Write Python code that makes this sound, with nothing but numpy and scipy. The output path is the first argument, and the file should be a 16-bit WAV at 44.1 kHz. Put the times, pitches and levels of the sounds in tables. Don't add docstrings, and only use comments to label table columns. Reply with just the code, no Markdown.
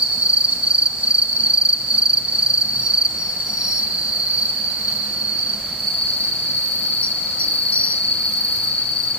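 import sys
import numpy as np
from scipy import signal
from scipy.fft import rfft, irfft
from scipy.io import wavfile
from scipy.ndimage import uniform_filter1d

SR = 44100
rng = np.random.default_rng(int(sys.argv[2]) if len(sys.argv) > 2 else 0)


def store_wav(level_fs):
    pcm = np.round(np.clip(np.atleast_2d(level_fs), -1, 1) * 32767)
    wavfile.write(sys.argv[1], SR, pcm.T.astype(np.int16))


N = 404838
TIME = np.arange(N) / SR


def from_db(db):
    return 10 ** (np.asarray(db) / 20)


def rms_one(x):
    return x / np.sqrt(np.mean(x ** 2) + 1e-20)


def in_time(rows, t=TIME):
    seconds, *columns = np.transpose(rows)
    return [np.interp(t, seconds, column) for column in columns]


def drift(hz):
    targets = rng.standard_normal(1024)
    return np.interp(TIME * hz, np.arange(len(targets)), targets)


def noise(spectrum, likeness):
    hz, db = np.transpose(spectrum)
    grid = np.maximum(np.arange(N // 2 + 1) * SR / N, 1)
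    gain = from_db(np.interp(np.log(grid), np.log(hz), db, left=-80, right=-80))
    mid, side = irfft(rfft(rng.standard_normal((2, N))) * gain, N)
    return rms_one(np.sqrt(1 + likeness) * mid + np.sqrt(1 - likeness) * side * [[1], [-1]])


def stereo_phase(phase, side, hz, delay_s=8e-5):
    return phase + np.pi * hz * delay_s * side * np.array([[1], [-1]])


def scatter(x, fade_s, echo_db):
    t = np.arange(SR // 3) / SR
    echoes = rng.standard_normal((2, len(t))) * from_db(-60 * t / fade_s) * (t > .002)
    echoes /= np.sqrt(np.sum(echoes ** 2, axis=1, keepdims=True))
    return x + from_db(echo_db) * signal.oaconvolve(x, echoes, axes=1)[:, :N]


def stroke_times(first, last, strokes_per_s=26.7):
    return np.linspace(first, last, int(round((last - first) * strokes_per_s)) + 1)


def wing_tone(phase, second_db, third_db):
    return np.sin(phase) + from_db(second_db) * np.sin(2 * phase) + from_db(third_db) * np.sin(3 * phase)


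# seconds from the peak, boost in dB.
OVERTONE_SWELL = [(-.012, 0), (0, 0), (.006, 3), (.012, 5)]

def wing_strokes(strokes, shape, second_db, third_db, wobble):
    t = np.arange(shape[0][0], shape[-1][0], 1 / SR)
    out = np.zeros((2, N + 2 * SR))
    level_db, glide = in_time(shape, t)
    swell = from_db(level_db)
    bright_db = third_db + in_time(OVERTONE_SWELL, t)[0]
    for (peak_s, hz, db, side), luck in zip(strokes, rng.standard_normal((len(strokes), 10))):
        uneven = 1 + wobble * np.interp(t, np.linspace(t[0], t[-1], len(luck)), luck)
        phase = 2 * np.pi * (np.cumsum(hz * glide * uneven) / SR + luck[0])
        tone = wing_tone(stereo_phase(phase, side, hz), second_db, bright_db)
        start = SR + int(min((peak_s + t[0]) * SR, N))
        out[:, start:start + len(t)] += from_db(db) * swell * tone
    return out[:, SR:SR + N]


# first and last stroke in seconds, level in dB.
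CLOSE_PHRASES = [(-.2, 0.028, -8), (0.227, 0.449, -6), (.638, 0.864, -5.5), (1.039, 1.225, -4.5),
                 (1.467, 1.734, -4), (1.911, 2.177, -5), (2.354, 2.619, -7), (2.869, 3.057, -6)]
# seconds from its peak, level in dB, pitch multiplier.
CLOSE_STROKE = [(-.0095, -36, 1.002), (-.0076, -8, 1.006), (-.003, -1.5, 1.007), (.001, 0, 1.001),
                (.005, -3, .982), (.009, -8, .948), (.012, -16, .908), (.015, -40, .87)]
# frequency in Hz, strength in dB.
FILE_RASP = [(2500, -18), (5000, 10), (7800, -2.5), (9300, 10), (10000, -20), (15000, -16)]

def close_cricket():
    strokes = []
    for first, last, db in CLOSE_PHRASES:
        times = stroke_times(first, last)
        opening = np.exp(-((times - first) / .0557) ** 4)
        luck = rng.standard_normal((len(times), 2))
        pitch_hz = 4622 - 142 * opening + 11.5 * luck[:, 0]
        level_db = db - 5 * opening - .4 * luck[:, 1]
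        strokes += zip(times, pitch_hz, level_db, np.full(len(times), -.68))
    song = wing_strokes(strokes, CLOSE_STROKE, second_db=-32, third_db=-28, wobble=.0012)
    effort = uniform_filter1d(np.abs(song[0]), size=64) * from_db(3 * drift(25))
    rasp = from_db(-28) * effort * noise(FILE_RASP, likeness=-.1)
    lean_right = from_db([[-.3], [.3]])
    return scatter((song + rasp) * lean_right, fade_s=.06, echo_db=-16)


CHORUS_HZ = [4290, 4390, 4450, 4480, 4495, 4515, 4555, 4600, 4645]
# seconds from its peak, level in dB, pitch multiplier.
FAR_STROKE = [(-.014, -35, 1.004), (-.01, -9, 1.006), (-.004, -1, 1.005), (.001, 0, 1.001),
              (.006, -4, .989), (.01, -12, .966), (.015, -34, .92)]
# time in seconds, side.
CRICKET_SIDE = [(0, -0.83), (4, -0.71), (5.4, -0.85), (6.2, 0.94), (9.18, 0.61)]
# frequency in Hz, strength in dB.
FAR_RING = [(3850, -26), (4150, -1.5), (4360, -15), (4440, -16), (4500, 3), (4580, -32), (4660, 7),
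            (4780, -3.5), (4920, -31)]

def chorus():
    song = np.zeros((2, N))
    for hz in CHORUS_HZ:
        luck = rng.standard_normal((280, 3))
        strokes_per_s = 27 + .7 * rng.standard_normal()
        times = np.cumsum(1 + .025 * luck[:, 0]) / strokes_per_s - rng.random() / 27
        phrase_db = 3.2 * np.sin(2 * np.pi * (times * rng.uniform(1.7, 2.6) + rng.random()))
        sides = in_time(CRICKET_SIDE, times)[0] + .38 * rng.standard_normal()
        pitch_hz = hz * (1 + .0027 * luck[:, 1])
        strokes = list(zip(times, pitch_hz, phrase_db + .64 * luck[:, 2], sides))
        song += wing_strokes(strokes, FAR_STROKE, second_db=-28, third_db=-28, wobble=.0027)
    song = rms_one(scatter(song, fade_s=.12, echo_db=-5))
    return song + from_db(-10) * noise(FAR_RING, likeness=.05)


def thin_trill(hz=5175):
    level_db, = in_time([(0, -42), (1.5, -47), (3, -47), (5, -51), (6.5, -62), (9.18, -60)])
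    throb = np.sin(2 * np.pi * np.cumsum(36 + 2 * drift(8)) / SR)
    phase = 2 * np.pi * np.cumsum(hz + 50 * drift(150) + 35 * throb) / SR
    song = from_db(level_db + 4.5 * throb) * np.sin(stereo_phase(phase, side=-.56, hz=hz))
    return scatter(song, fade_s=.12, echo_db=-8)


# frequency in Hz, strength in dB.
INSECT_WASH = [(3300, -12), (3900, 3.5), (4900, 3), (5450, 2.5), (5700, 4), (6300, -6.5), (7000, 1),
               (7500, -0.5), (8300, 2), (9300, -7), (9750, -8.5), (11900, -12), (12600, -22), (13500, -19),
               (13900, -15), (14100, -29)]

def insect_wash():
    level_db, = in_time([(0, -37), (3, -39.5), (5, -41), (9.18, -41.5)])
    return from_db(level_db + 1.4 * drift(29)) * noise(INSECT_WASH, likeness=-.42)


# time in seconds, then rumble, tyre and hiss levels in dB.
TRAFFIC_LEVELS = [(0.0, -57, -46, -50), (0.02, -42.5, -45, -48), (1.63, -43.5, -45.5, -47.5),
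                  (2.76, -42, -45.5, -46.5), (8.34, -42.5, -45, -44.5), (9.13, -42.5, -46, -46),
                  (9.18, -43, -43, -45)]
# frequency in Hz, strength in dB.
ENGINE_RUMBLE = [(12, -42), (20, -11), (59, -3), (97, -4.5), (129, -3.5), (173, -1), (208, -1), (278, -5.5),
                 (315, -8), (362, -9), (400, -20), (520, -44), (880, -120)]
TYRES = [(250, -26), (400, -2.5), (520, 0), (720, 0), (1000, -5.5), (1400, -9.5), (2200, -24)]
FAR_HISS = [(600, -9), (1000, -6), (1350, -1.5), (2000, -2.5), (3000, -6), (4500, -6), (6000, -9.5),
            (9000, -20.5), (14000, -9.5), (17500, -27)]

def distant_traffic():
    rumble_db, tyre_db, hiss_db = in_time(TRAFFIC_LEVELS)
    rumble = from_db(rumble_db - 1) * noise(ENGINE_RUMBLE, likeness=.97)
    tyres = from_db(tyre_db + .83) * noise(TYRES, likeness=.88)
    hiss = from_db(hiss_db + 4.5) * noise(FAR_HISS, likeness=.51)
    return rumble + tyres + hiss


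def hum(hz, waver_hz):
    waver = drift(waver_hz) + 1j * drift(waver_hz)
    phase = 2 * np.pi * np.cumsum(hz * np.ones(N)) / SR
    return rms_one((waver * np.exp(1j * phase)).real)


# time in seconds, drone pitch in Hz, drone level in dB, boom level in dB.
CAR_ENGINE = [(0, 236.5, -57, -59), (1.2, 236, -50.5, -56.5), (2.1, 221.4, -49, -49),
              (2.8, 211, -46.5, -43.5), (4, 208, -55, -72), (4.4, 209.9, -43, -60), (5.7, 209, -47, -56),
              (6.8, 208, -56, -51), (7.9, 209.7, -47, -61), (9.18, 206, -57, -49)]

def manoeuvring_car():
    drone_hz, drone_db, boom_db = in_time(CAR_ENGINE)
    return from_db(drone_db) * hum(drone_hz, waver_hz=18) + from_db(boom_db) * hum(126, waver_hz=14)


# pitch in Hz, waver rate in Hz, start and end level in dB.
MACHINE_HUMS = [(316.7, 6, -55.5, -57), (520, 15, -62.5, -56), (1280, 12, -71, -55.5)]

def idling_machines():
    return sum(from_db(np.linspace(start_db, end_db, N)) * hum(hz, waver_hz)
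               for hz, waver_hz, start_db, end_db in MACHINE_HUMS)


# first and last stroke in seconds, pitch in Hz, level in dB,
# overtone strength in dB.
TRILLS = [(.061, .134, 4510, -16.5, -28), (0.49, .53, 4540, -8.5, -30), (1.258, 1.441, 4540, -13, -30),
          (1.768, 1.881, 4490, -32, -32), (2.211, 2.325, 4530, -17.5, -26), (2.656, 2.835, 4520, -15, -23),
          (3.111, 3.409, 4470, -18.5, -30), (3.431, 3.832, 4496, -17.5, -21),
          (3.615, 4.462, 4190, -21, -22), (3.907, 4.202, 4610, -19.5, -24), (4.226, 4.499, 4520, -15, -26),
          (4.273, 4.43, 4605, -17, -22), (4.539, 4.721, 4583, -18.5, -30), (4.704, 5.048, 4215, -21.5, -21),
          (4.77, 4.961, 4500, -20.5, -20), (5.064, 5.292, 4335, -18.5, -24),
          (5.283, 5.539, 4523, -16.5, -33), (5.575, 5.73, 4620, -26.5, -37), (5.8, 6.244, 4434, -28, -12),
          (5.834, 6.298, 4605, -26.5, -32), (6.572, 7.017, 4445, -20, -15.5),
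          (7.412, 7.849, 4470, -16.5, -16.5), (7.515, 7.948, 4630, -21, -32),
          (7.979, 8.124, 4490, -15.5, -31), (8.103, 8.324, 4655, -26, -16),
          (8.218, 8.679, 4434, -20.5, -11.5), (8.474, 8.721, 4644, -21.5, -19),
          (8.715, 9.149, 4470, -20, -30), (8.878, 9.108, 4650, -21.5, -15)]

def trilling_crickets():
    song = np.zeros((2, N))
    for first, last, hz, db, overtone_db in TRILLS:
        times = stroke_times(first, last)
        opening = np.exp(-((times - first) / .066) ** 2)
        sides, = in_time(CRICKET_SIDE, times)
        luck = rng.standard_normal((64, 2))[:len(times)]
        pitch_hz = hz * (1 + .0016 * luck[:, 0]) - 113 * opening
        level_db = db - 4.5 * opening + .81 * luck[:, 1]
        strokes = list(zip(times, pitch_hz, level_db, sides))
        song += wing_strokes(strokes, FAR_STROKE, overtone_db - 3.5, overtone_db - 3, wobble=.0024)
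    return scatter(from_db(.5) * song, fade_s=.07, echo_db=-10)


# time of the peak in seconds, level in dB.
SCUFFS = [(.385, -47), (1.415, -51), (1.475, -41.5), (3.59, -53), (3.66, -51), (4.9, -41.5)]
# frequency in Hz, strength in dB.
GRIT_COLOUR = [(150, -10), (700, 1), (1500, -2), (4000, -1.5), (9000, -12), (15000, -16)]

def shoe_scuffs():
    swell = sum(from_db(db) * np.exp(-((TIME - peak_s) / .033) ** 2) for peak_s, db in SCUFFS)
    return swell * noise(GRIT_COLOUR, likeness=.98)


# start and end in seconds, start and end pitch in Hz,
# start and end level in dB.
HIGH_NOTES = [(2.813, 2.89, 5640, 5620, -27, -34), (3.182, 3.33, 5700, 5340, -29, -36),
              (3.457, 3.695, 5650, 5630, -34, -31), (3.585, 3.797, 5490, 5490, -27.5, -21.5),
              (7.024, 7.076, 5580, 5600, -17, -20.5), (7.392, 7.452, 5700, 5590, -18, -24.5),
              (7.719, 7.94, 5620, 5670, -21.5, -23)]

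def high_cricket():
    song = np.zeros((2, N))
    flutter, waver = drift(90), drift(220)
    turn = np.sin(np.pi * (28 * TIME + .15 * drift(12))) ** 12
    for start, end, start_hz, end_hz, start_db, end_db in HIGH_NOTES:
        on = (TIME > start) & (TIME < end)
        t = TIME[on]
        hz, db = in_time([(start, start_hz, start_db), (end, end_hz, end_db)], t)
        from_edge_s = np.minimum(t - start, end - t)
        fade = np.sin(np.pi / 2 * np.minimum(from_edge_s / .009, 1))
        bend = 1.002 + .003 * waver[on] - .018 * (1 - fade) - .016 * turn[on]
        loudness = fade * from_db(db - 1 + 2 * flutter[on] - 4.5 * turn[on])
        phase = 2 * np.pi * np.cumsum(hz * bend) / SR
        side, = in_time([(0, -.4), (4, -.4), (7, .75), (9.18, .8)], t)
        song[:, on] += loudness * wing_tone(stereo_phase(phase, side, hz), second_db=-12.5, third_db=-55)
    return scatter(song, fade_s=.42, echo_db=-11)


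# time in seconds, chorus level in dB,
# left minus right in dB for chorus and trills together.
CRICKET_MIX = [(0.0, -22, -1.5), (0.12, -24, -3), (1.07, -29, -1.5), (1.23, -26, -1.5), (2.86, -26, -0.5),
               (3.35, -31, -1), (3.81, -26, -1.5), (5.75, -29.5, -3.5), (5.93, -23.5, 0),
               (7.36, -25.5, 2.5), (7.7, -24, 1.5), (8.64, -24.5, 2.5), (9.13, -28, 4), (9.18, -28, 0)]

def scene():
    chorus_db, balance_db = in_time(CRICKET_MIX)
    balance = from_db(np.array([balance_db, -balance_db]) / 2)
    all_around = (from_db(chorus_db + 2) * chorus() + trilling_crickets()) * balance
    insects = all_around + insect_wash() + close_cricket() + high_cricket() + thin_trill()
    return insects + shoe_scuffs() + distant_traffic() + manoeuvring_car() + idling_machines()


def record(dry, limit_db=-12.5, recovery_db_per_s=17, cutoff_hz=15800):
    power = uniform_filter1d(np.mean(dry ** 2, axis=0), size=128)
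    level_db = 10 * np.log10(np.abs(power) + 1e-12)
    cut_db = .57 * np.maximum(level_db - limit_db, 0)
    recovery_db = recovery_db_per_s * TIME
    dip_db = np.maximum.accumulate(cut_db + recovery_db) - recovery_db
    limited = dry * from_db(-uniform_filter1d(dip_db, size=128))
    below_cutoff = np.arange(N // 2 + 1) * SR / N < cutoff_hz
    return irfft(rfft(limited) * below_cutoff, N)


dry = scene()
out = record(dry)
store_wav(out)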